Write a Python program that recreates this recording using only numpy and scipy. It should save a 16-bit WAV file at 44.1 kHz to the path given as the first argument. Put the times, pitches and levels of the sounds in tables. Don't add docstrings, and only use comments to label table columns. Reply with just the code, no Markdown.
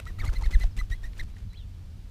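import sys
import numpy as np
from scipy import signal
from scipy.fft import rfft, irfft
from scipy.io import wavfile
from scipy.ndimage import uniform_filter1d

SR = 44100
rng = np.random.default_rng(int(sys.argv[2]) if len(sys.argv) > 2 else 0)


def persist_wave(psi):
    counts = np.round(np.clip(psi, -1, 1) * 32767).astype(np.int16)
    wavfile.write(sys.argv[1], SR, np.atleast_2d(counts).T)


def field_ratio(decibels):
    return 10 ** (np.asarray(decibels, dtype=float) / 20)


N = 92610

# f/Hz, level/dB
TRAFFIC_SPECTRUM = [(12, -60), (20, -6), (49, -3), (98, 1), (120, -15), (182, -15.5), (325, -33.5),
                    (500, -43.5), (650, -51.5), (1100, -120)]
# f/Hz, level/dB
AIR_SPECTRUM = [(240, -49), (400, -3.5), (459, -5), (955, -9), (1170, -9.5), (4400, -11), (15400, -28.5)]
# t/s, f/Hz, level/dB
BIRD_NOTES = [
    [(1.526, 1920, -66), (1.542, 2100, -64), (1.557, 3100, -64), (1.578, 3520, -60), (1.61, 3200, -65),
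     (1.642, 2650, -72)],
    [(1.573, 4120, -60), (1.586, 4000, -60), (1.605, 3650, -62), (1.642, 3450, -70)],
    [(1.503, 4086, -71), (1.536, 3960, -65), (1.548, 4600, -70)],
    [(.95, 3370, -68), (1.02, 3300, -73)],
    [(1.3, 3850, -76), (1.365, 4000, -75)],
    [(.708, 5700, -68), (.742, 4450, -74)],
]
# t/s, peak level/dB, swing/s, push share/0-1 (the rest is suction)
GUSTS = [(0.101, -39.5, 0.029, 1), (0.212, -27.5, 0.037, 0.25), (0.243, -22, 0.017, 0.66),
         (0.261, -27.5, 0.011, 0.88), (0.283, -21, 0.01, 0.79), (0.297, -19, 0.021, 0.55),
         (0.382, -20.5, 0.019, 0.6), (.431, -22.5, 0.013, 0.65), (.47, -15, .021, .6),
         (.5585, -10, .019, .5), (0.604, -20.5, 0.02, 1), (0.626, -20, 0.047, 0.8), (0.65, -13, 0.025, 0.5),
         (0.771, -25.5, 0.031, 1), (0.792, -24.5, 0.022, 0.05), (0.821, -21, 0.021, 0.63),
         (0.906, -25, 0.013, 1), (0.926, -24.5, 0.025, 0.4), (1.047, -29, 0.023, 0.1),
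         (1.219, -26.5, 0.036, 0.42), (1.261, -33.5, .03, 0.8), (0.964, -31, .025, 0.9)]
# t/s, level/dB
STIRRED_AIR = [(0, -37.5), (.3, -35.5), (.8, -41.5), (1.15, -38), (1.4, -43.5), (2.1, -42.5)]
# t/s, length/s, level/dB
UPSTROKE_PUFFS = [(0.105, 0.008, -54), (0.248, 0.066, -47.5), (0.333, 0.027, -48), (0.41, 0.057, -54.5),
                  (0.507, 0.023, -54)]
# t/s, peak level/dB, length/ms, top f/Hz
SNAPS = [(.055, -52, 2.8, 9000), (0.223, -63, 2.8, 12000), (0.253, -41, 1.6, 10900),
         (0.299, -56, 3.9, 13000), (.338, -44.5, 2, 7000), (0.387, -56, 7.9, 14000),
         (0.425, -46.5, 4.5, 7000), (0.473, -57, 2.6, 13000), (.513, -45.5, 3.9, 6400),
         (.599, -47, 3.8, 11900), (.638, -43, 9.8, 5900), (0.768, -51, 3.7, 8900), (.904, -50, 4.5, 4500),
         (1.033, -51, 3.3, 4970), (1.134, -52, 5.2, 4230), (1.183, -55, 5, 10200), (1.236, -56.5, 9, 8000),
         (1.282, -67, 5.6, 5000), (1.341, -54, 3.3, 1180), (1.384, -61, 5, 6000), (1.405, -59, 7.6, 5030),
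         (1.533, -55.5, 2.5, 11900)]
# start t/s, length/s, level/dB, swell from start to end/dB
SWISHES = [(0, 0.005, -43, -22.5), (0.053, 0.045, -53.5, 2), (0.184, 0.07, -50, 7),
           (0.248, 0.055, -50, -4.5), (0.329, 0.056, -51, -2), (0.411, 0.052, -52, 7.5),
           (0.507, 0.093, -50.5, -10.5), (0.599, 0.062, -50.5, -7.5), (0.766, 0.046, -49, -3.5),
           (.9, 0.031, -50.5, -1.5), (1.022, 0.037, -56.5, 5), (1.152, 0.053, -55.5, 12),
           (1.227, 0.019, -57, -16), (1.281, 0.025, -61.5, -7), (1.355, 0.072, -61.5, -3)]
# f/Hz, level/dB
SWISH_SPECTRUM = [(150, 10), (400, -1), (1000, -6.5), (2200, -3), (4500, -10.5), (8000, -16.5),
                  (15000, -27.5)]
# t/s, level/dB
WING_SHEEN = [(0, -1), (.3, 4), (.65, 4), (.8, 6), (.95, 6.5), (1.3, 2.5)]
# t/s, length/s, f/Hz, level/dB, end f over start f/ratio
SQUEAKS = [(0.068, 0.0069, 1330, -42, 1.05), (0.19, 0.0054, 1310, -52, .95),
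           (0.238, 0.016, 1218, -39.5, .9), (0.249, .008, 1050, -43, .7), (0.293, 0.0076, 1460, -45, 0.78),
           (0.348, 0.005, 1350, -52.5, .85), (0.419, 0.017, 960, -47, .78), (0.437, .007, 1300, -48.5, 1.2),
           (0.498, 0.011, 1000, -53, .8), (0.641, 0.0044, 669, -44, .9), (0.813, 0.0065, 1274, -47.5, .9),
           (1.368, 0.0036, 1700, -54.5, .85)]
# t/s, f/Hz, level/dB
HOVER_WHISTLES = [
    [(0.068, 1876, -52), (0.076, 1982, -48), (0.088, 1967, -45.5), (0.104, 1850, -60)],
    [(0.186, 1995, -55.5), (0.194, 1950, -46), (0.202, 2340, -42), (0.206, 2316, -41.5), (0.21, 2035, -53),
     (0.214, 1856, -45), (0.222, 1776, -47)],
    [(0.261, 2045, -45), (0.271, 2118, -53), (0.281, 2184, -42.5), (0.287, 2020, -50), (0.292, 1840, -76)],
    [(0.348, 1918, -61), (0.366, 2112, -44.5), (0.372, 2030, -45), (0.379, 2130, -71)],
    [(0.431, 2080, -63), (0.437, 2088, -47), (0.447, 2230, -50), (0.455, 2100, -51), (0.463, 1830, -43),
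     (0.468, 1670, -58)],
    [(0.52, 2040, -67), (0.528, 1987, -52), (0.542, 2080, -35), (0.548, 2010, -36), (0.554, 1730, -40.5),
     (0.558, 1640, -50)],
]
# t/s, f/Hz, level/dB
LANDING_WHISTLES = [
    [(.603, 2030, -58), (.611, 2001, -46), (.629, 2070, -39), (.635, 1950, -41), (.642, 1750, -58)],
    [(.781, 1693, -57), (.79, 2000, -42), (.792, 2020, -37), (.797, 2030, -43), (.802, 2043, -38),
     (.811, 1994, -44.5), (.817, 1928, -64)],
    [(.912, 1952, -58), (.92, 1900, -42), (.927, 1915, -39), (.938, 2000, -44), (.951, 2080, -58)],
    [(1.034, 1854, -62), (1.039, 1860, -46), (1.048, 1870, -47), (1.062, 2000, -54), (1.072, 1900, -58),
     (1.086, 1860, -70)],
    [(1.193, 1650, -52), (1.1975, 1900, -35), (1.202, 2170, -44), (1.207, 2050, -43), (1.214, 1820, -43),
     (1.218, 1720, -62)],
]
# multiple of the pitch, level/dB
OVERTONES = [(2, -11.5), (3, -20.5), (4, -27), (5, -33), (6, -37), (7, -39)]
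# octave/dB, higher overtones/dB, roughness/0-1
WHISTLE_TIMBRE = [(-2, 0, .6), (1, -2, 1), (2.5, 2, 1), (8, -1, .7), (3, -2, .7), (-1.5, -3, .5),
                  (.5, -2, .6), (0, 2, .6), (0, 2, .35), (-1, 3, .4), (4, 0, .6)]


def walk(rate_hz):
    width = max(int(SR / rate_hz), 1)
    wander = uniform_filter1d(uniform_filter1d(rng.standard_normal(N), width), width)
    return wander / wander.std()


def noise(spectrum):
    points = np.array(spectrum)
    f = np.maximum(np.arange(N // 2 + 1) * SR / N, 1)
    level_db = np.interp(np.log(f), np.log(points[:, 0]), points[:, 1])
    x = irfft(rfft(rng.standard_normal(N)) * field_ratio(level_db), N)
    return x / x.std()


def follow(curve, t, column=1):
    points = np.array(curve)
    return np.interp(t, points[:, 0], points[:, column])


def tone(curve, overtones, wobble, flutter_db, breath, fizz_db=-60):
    flutter_hz, breath_hz, edge_s = 250, 600, 0.0034
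    t = np.arange(N) / SR
    pitch = follow(curve, t) * (1 + wobble * walk(flutter_hz))
    phase = 2 * np.pi * np.cumsum(pitch) / SR
    edge = np.clip(np.minimum(t - curve[0][0], curve[-1][0] - t) / edge_s + 1, 0, 1)
    hiss = np.diff(rng.standard_normal(N + 1)) / 2
    stack = field_ratio(fizz_db) * (1 + np.cos(phase)) * hiss
    for k, db in [(0.99, 0.07)] + overtones:
        smear = breath * k * (walk(breath_hz) + 1j * walk(breath_hz)) / 2
        partial = np.imag((1 + smear) * np.exp(1j * k * phase))
        stack = stack + field_ratio(db + flutter_db * walk(flutter_hz)) * partial
    return np.sqrt(2) * edge * field_ratio(follow(curve, t, 2)) * stack


def traffic_and_air():
    traffic = field_ratio(-41 + 2 * walk(11.3)) * noise(TRAFFIC_SPECTRUM)
    air = field_ratio(-65.5 + 0.31 * walk(18)) * noise(AIR_SPECTRUM)
    return traffic + air


def songbirds():
    return sum(tone(note, [], wobble=0.008, flutter_db=2, breath=0.6) for note in BIRD_NOTES)


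def gusts(t):
    lobe_width, suction_gain = 0.31, 1.5
    out = 0
    for s, db, swing, push in GUSTS:
        pull_lobe = np.exp(-((t - s + swing / 4) / (lobe_width * swing)) ** 2)
        push_lobe = np.exp(-((t - s - swing / 4) / (lobe_width * swing)) ** 2)
        out = out + 2 * field_ratio(db) * (push * push_lobe - suction_gain * (1 - push) * pull_lobe)
    return out


def stirred_air(t):
    rumble = noise([(15, -8), (40.4, 0), (90, -14), (200, -30), (600, -44), (2000, -60)])
    wash = field_ratio(-20) * noise([(100, 14), (250, -7), (1000, -7.5), (5000, -16), (15000, -68)])
    return field_ratio(follow(STIRRED_AIR, t)) * (rumble + wash)


def upstroke_puffs(t):
    env = sum(field_ratio(db) * np.exp(-(2 * (t - s) / length) ** 2) for s, length, db in UPSTROKE_PUFFS)
    return env * noise([(80, -31), (200, 11.5), (1300, 4), (3000, -38)])


def snaps():
    low_share = 0.07
    out = np.zeros(N)
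    ms = (np.arange(2048) - 1024) * 1000 / SR
    for s, db, length_ms, top_hz in SNAPS:
        band = signal.butter(3, [low_share * top_hz, top_hz], "band", fs=SR, output="sos")
        burst = signal.sosfilt(band, rng.standard_normal(len(ms)))
        env = np.exp(-(2 * ms / length_ms) ** 2)
        start = int(s * SR) - len(ms) // 2
        out[start:start + len(ms)] += field_ratio(db) * env * burst / burst.std()
    return out


def swishes(t):
    attack_s, t60_s = 0.0017, 0.16
    power = 0
    for s, length, db, swell_db in SWISHES:
        swell = swell_db * (np.clip((t - s) / length, 0, 1) - 0.5)
        tail = -60 * np.maximum(t - s - length, 0) / t60_s
        opening = np.clip((t - s) / attack_s + 0.5, 0, 1)
        power = power + opening ** 2 * field_ratio(2 * (db + swell + tail))
    air = noise(SWISH_SPECTRUM)
    treble = signal.sosfiltfilt(signal.butter(1, 7000, "high", fs=SR, output="sos"), air)
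    turned_air = air + (field_ratio(follow(WING_SHEEN, t)) - 1) * treble
    rustle = field_ratio(2.8 * walk(223))
    return np.sqrt(power) * rustle * turned_air


def squeaks():
    out = 0
    for s, length, hz, db, glide in SQUEAKS:
        begin = (s - length / 2, hz / glide ** 0.5, db - 7)
        end = (s + length / 2, hz * glide ** 0.5, db - 7)
        out = out + tone([begin, (s, hz, db), end], [], wobble=0.04, flutter_db=2.5, breath=0.8)
    return out


def whistles():
    out = 0
    for curve, (octave_db, upper_db, rough) in zip(HOVER_WHISTLES + LANDING_WHISTLES, WHISTLE_TIMBRE):
        overtones = [(k, db + (octave_db if k == 2 else upper_db)) for k, db in OVERTONES]
        whistle = tone(curve, overtones, wobble=0.015 * rough, flutter_db=2 * rough,
                       breath=0.6 * rough, fizz_db=-20.5)
        out = out + field_ratio(0.5) * whistle
    return out


def scene():
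    t = np.arange(N) / SR
    background = traffic_and_air() + songbirds()
    moved_air = gusts(t) + stirred_air(t) + upstroke_puffs(t)
    feathers = snaps() + swishes(t) + squeaks() + whistles()
    return (background + moved_air + feathers)[None]


def low_pass(x):
    return signal.sosfilt(signal.butter(12, 15570, fs=SR, output="sos"), x)


def record(dry):
    x = signal.sosfilt(signal.butter(2, 13, "high", fs=SR, output="sos"), dry)
    x = signal.sosfilt(signal.ellip(14, 0.2, 70, 15420, fs=SR, output="sos"), x)
    return low_pass(x)


dry = scene()
out = record(dry)
persist_wave(out)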